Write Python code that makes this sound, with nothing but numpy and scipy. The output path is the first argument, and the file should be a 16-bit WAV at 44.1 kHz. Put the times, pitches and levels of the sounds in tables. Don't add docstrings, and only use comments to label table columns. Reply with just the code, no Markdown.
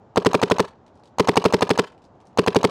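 import sys
import numpy as np
from scipy import signal
from scipy.fft import rfft, irfft
from scipy.io import wavfile
from scipy.ndimage import uniform_filter1d

SR = 44100
rng = np.random.default_rng(int(sys.argv[2]) if len(sys.argv) > 2 else 0)


def elevation(decibels):
    levels = np.asarray(decibels, float)
    return 10 ** (levels / 20)


def unload_wav(signal):
    wavfile.write(
        sys.argv[1],
        SR,
        np.round(np.clip(np.atleast_2d(signal).T, -1, 1) * 32767).astype(np.int16),
    )


N = 119070


def rms_one(x):
    return x / np.sqrt(np.mean(x ** 2) + 1e-20)


def filtered(x, order, hz, kind="low"):
    return signal.sosfilt(signal.butter(order, hz, kind, fs=SR, output="sos"), x)


def at_hz(points, hz):
    point_hz, value = np.transpose(points)
    return np.interp(np.log(np.maximum(hz, 1)), np.log(point_hz), value)


def coloured(spectrum):
    hz = np.arange(N // 2 + 1) * SR / N
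    return rms_one(irfft(rfft(rng.standard_normal(N)) * elevation(at_hz(spectrum, hz)), N))


def lumps(count, size):
    return rms_one(uniform_filter1d(rng.standard_normal(count), size=size))


def clicks(s, gains):
    out = np.full(N, 1e-18)
    i = (np.asarray(s) * SR).astype(int)
    inside = i < N
    np.add.at(out, i[inside], (gains + 0 * i)[inside])
    return out


def ring(x, hz, t60):
    r = elevation(-60 / (t60 * SR))
    w = 2 * np.pi * hz / SR
    return signal.lfilter([0, np.sin(w)], [1, -2 * r * np.cos(w), r * r], x)


def soft_ring(x, hz, t60):
    return ring(ring(x, hz, t60), hz, t60) * 2 * np.e * np.log(1000) / (t60 * SR)


def fade(x, db_per_ms):
    return signal.lfilter([1], [1, -elevation(-db_per_ms * 1000 / SR)], x)


def vary(shots, db=1.2):
    return db * rng.standard_normal(len(shots))


# f/Hz, level/dB per Hz
HUM_COLOUR = [(15, -26), (25, -14), (91, 4.5), (599, -0.5), (868, -1), (2140, -25), (3440, -30),
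              (7220, -38.5), (14000, -86)]


def outdoor_hum():
    return elevation(-52.5) * coloured(HUM_COLOUR)


def snap_bursts(events):
    length, width = 4000, .37
    out = np.zeros(N + length)
    ms = np.arange(length) * 1000 / SR
    shape = elevation(-9.5 * ms) + elevation(-8 - .5 * ms)
    for s, db, hz in events:
        edges = [hz / (1 + width), min(hz * (1 + width), 13000)]
        noise = rng.standard_normal(length) * shape * elevation(db - 3)
        start = int(s * SR)
        out[start:start + length] += filtered(noise, 1, edges, "band")
    return filtered(out[:N], 4, 9500)


# t/s, level/dB, f/Hz
TRIGGER_TOUCHES = [
    (.149, -58.5, 2500),
    (1.174, -62, 2800),
    (2.3645, -67, 2800),
]


def trigger_touch():
    return snap_bursts(TRIGGER_TOUCHES)


# t/s of the first tick, number of shots
SHOT_STRINGS = [
    (.1616, 6),
    (1.1866, 8),
    (2.3763, 4),
]


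def shot_times():
    cycle_s, first_wait_s = .08385, .005
    ticks = [s + k * cycle_s + first_wait_s * (k > 0) for s, count in SHOT_STRINGS for k in range(count)]
    rested = np.diff(ticks, prepend=0) > 2 * cycle_s
    return np.array(ticks), rested


# f/Hz, level/dB, t60/s
SOLENOID_TONES = [(2850, -30, .007), (4270, -25, .007), (6385, -23, .009), (7620, -40, .01),
                  (12000, -52, .006)]


def solenoid(ticks):
    tick_ms, ring_ms = -2.5, -.95
    out = soft_ring(clicks(ticks + tick_ms / 1000, elevation(-13)), 900, .005)
    for hz, db, t60 in SOLENOID_TONES:
        out += ring(clicks(ticks + ring_ms / 1000, elevation(db + vary(ticks, .5))), hz, t60)
    return out


# f/Hz, level/dB per Hz
GAS_COLOUR = [(290, -2), (500, -0.5), (718, -2), (1600, -14), (2610, -17.5), (5090, -21), (7100, -33),
              (8450, -30.5), (16000, -63)]


def gas_jet(ticks, blast):
    start_ms, peak_ms, fall_db_per_ms = 9.0, 17.5, 6
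    ms = np.arange(SR // 10) * 1000 / SR
    after = np.maximum(ms - peak_ms, 0)
    rise_db = np.interp(ms, [start_ms - 2, start_ms, peak_ms], [-60, -18, -8.5])
    shape = elevation(rise_db - fall_db_per_ms * after)
    shape += (after > 0) * elevation(-28.5 - .74 * after)
    flow = signal.fftconvolve(clicks(blast, elevation(vary(blast))), shape)[:N]
    flow += fade(clicks(ticks, elevation(-23)), 1.5)
    rough = elevation(3 * lumps(N, 40))
    return flow * rough * filtered(coloured(GAS_COLOUR), 4, 732, "high")


KNOCK_TIMES = [9.0, 12.4, 16.6, 17.0, 38.5]
# f/Hz, level/dB, t60/s
KNOCK_TONES = [
    (1150, -10, 0.0034),
    (631, -15, 0.015),
    (961, -20, 0.014),
    (2500, -12, 0.0019),
    (1000, -34.5, 0.0078),
]


def bolt_knocks(blast):
    out = np.zeros(N)
    for ms, (hz, db, t60) in zip(KNOCK_TIMES, KNOCK_TONES):
        when = blast + (ms + .15 * rng.standard_normal(len(blast))) / 1000
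        out += soft_ring(clicks(when, elevation(db + vary(blast))), hz, t60)
    return out


CLOSED_STARTS = [10.8, 11.1, 10.8]
# f/Hz, first level/dB, last level/dB
CLOSED_TONES = [(253.2, -20, -10.5), (468, -10.5, -16.5), (108, -27.5, -20)]
OPEN_LEADS = [.4, -.2]
# f/Hz, height, t60/s
OPEN_TONES = [(186, -0.12, 0.087), (409.2, 0.38, 0.049)]


def barrel(blast, rested):
    exit_ms, fade_ms, length = 20.4, 1.0, 2000
    pitches = 1 + .02 * rng.standard_normal(len(blast))
    gains = elevation(vary(blast) + 2 * rested)
    out = np.zeros(N + length)
    ms = np.arange(length) * 1000 / SR
    for (hz, first_db, last_db), start_ms in zip(CLOSED_TONES, CLOSED_STARTS):
        gate = (ms > start_ms) * np.clip((exit_ms - ms) / fade_ms + .5, 0, 1)
        level = gate * elevation(np.interp(ms, [start_ms, exit_ms], [first_db, last_db]))
        for s, pitch, gain in zip(blast, pitches, gains):
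            tone = np.sin(2 * np.pi * hz * pitch * (ms - start_ms) / 1000)
            i = int(s * SR)
            out[i:i + length] -= gain * level * tone
    out = out[:N]
    for (hz, height, t60), lead_ms in zip(OPEN_TONES, OPEN_LEADS):
        out += ring(clicks(blast + (exit_ms - lead_ms) / 1000, height * gains), hz, t60)
    return out


def bolt_return(ticks):
    return_ms, hz = 39.0, 3135
    envelope = fade(clicks(ticks + return_ms / 1000, elevation(-39.5 + vary(ticks, 2))), 1.6)
    return envelope * rms_one(filtered(rng.standard_normal(N), 2, [hz / 1.6, hz * 1.4], "band"))


def marker():
    ticks, rested = shot_times()
    jitter_ms = .25
    blast = ticks + jitter_ms * rng.standard_normal(len(ticks)) / 1000
    out = solenoid(ticks) + gas_jet(ticks, blast) + bolt_knocks(blast)
    out += barrel(blast, rested) + bolt_return(ticks)
    return filtered(out, 2, 83, "high")


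ECHO_DELAYS = [47, 78, 104, 131, 152]
# level/dB, spread/ms, low-pass f/Hz
ECHO_SHAPES = [(-18, 4, 5400), (-28, 9, 15000), (-37.5, 11, 5100), (-37, 3, 1500), (-40.5, 2.7, 1600)]
# f/Hz, t60/s
TAIL_LENGTHS = [(100, .35), (400, .42), (1600, .4), (4000, .33), (10000, .2)]
# f/Hz, level/dB
TAIL_LEVELS = [(100, -38.5), (400, -33), (900, -30.5), (1500, -24.5), (2400, -33), (4500, -31.5),
               (10000, -34)]


def field(x):
    t = np.arange(SR) / SR
    echoes, tail = np.zeros(SR), np.zeros(SR)
    for delay_ms, (db, spread_ms, cut_hz) in zip(ECHO_DELAYS, ECHO_SHAPES):
        late_ms = t * 1000 - delay_ms
        smear = rng.standard_normal(SR) * (late_ms > 0) * np.exp(-np.maximum(late_ms, 0) / spread_ms)
        echoes += elevation(db) * filtered(smear / np.linalg.norm(smear), 1, cut_hz)
    echoes = filtered(echoes, 2, 650, "high")
    clear_ms = 33.8
    echoes += filtered(clicks([clear_ms / 1000], elevation([-19]))[:SR], 1, 440)
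    grains = elevation(3 * lumps(SR, 220))
    edge = 2 ** .25
    for hz in 70 * 2. ** np.arange(0, 7.6, .5):
        band = filtered(grains * rng.standard_normal(SR), 2, [hz / edge, hz * edge], "band")
        level_db = at_hz(TAIL_LEVELS, hz) - 33 - 60 * t / at_hz(TAIL_LENGTHS, hz)
        tail += band * elevation(level_db) * np.minimum(t / .06, 1)
    return signal.fftconvolve(x, echoes + tail)[:N]


# t/s, level/dB, f/Hz
TWIG_HITS = [(0.8644, -45.5, 3400), (0.8794, -46, 2560), (0.9434, -61, 3660), (0.9544, -52, 4390),
             (0.9742, -51, 3350), (0.9964, -55, 4720), (1.0357, -42, 3000), (1.0454, -61, 7720),
             (1.056, -43, 3820), (1.0744, -46.5, 3830), (1.921, -42.5, 2720), (1.979, -47, 2700),
             (2.0193, -65, 2500), (2.02, -47, 3620), (2.0405, -46, 4000), (2.0514, -49, 4310),
             (2.1246, -65.5, 2550), (2.153, -60, 3590), (2.2034, -45.5, 2780), (2.2129, -49, 3160),
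             (2.2544, -54, 5420), (2.2623, -52, 2770), (2.2702, -46.5, 5380), (2.3094, -58, 3060),
             (2.33, -56, 2910)]


def twig_snaps():
    return snap_bursts(TWIG_HITS)


def scene():
    shots = marker()
    return (outdoor_hum() + trigger_touch() + shots + field(shots) + twig_snaps())[None]


def roll_off(x):
    return signal.sosfilt(signal.butter(12, 16650, fs=SR, output="sos"), x)


def record(dry):
    ceiling = .76
    held = dry / (1 + (np.abs(dry) / ceiling) ** 4) ** .25
    mix = signal.sosfilt(signal.cheby2(12, 50, 16500, fs=SR, output="sos"), held)
    return roll_off(mix)


dry = scene()
out = record(dry)
unload_wav(out)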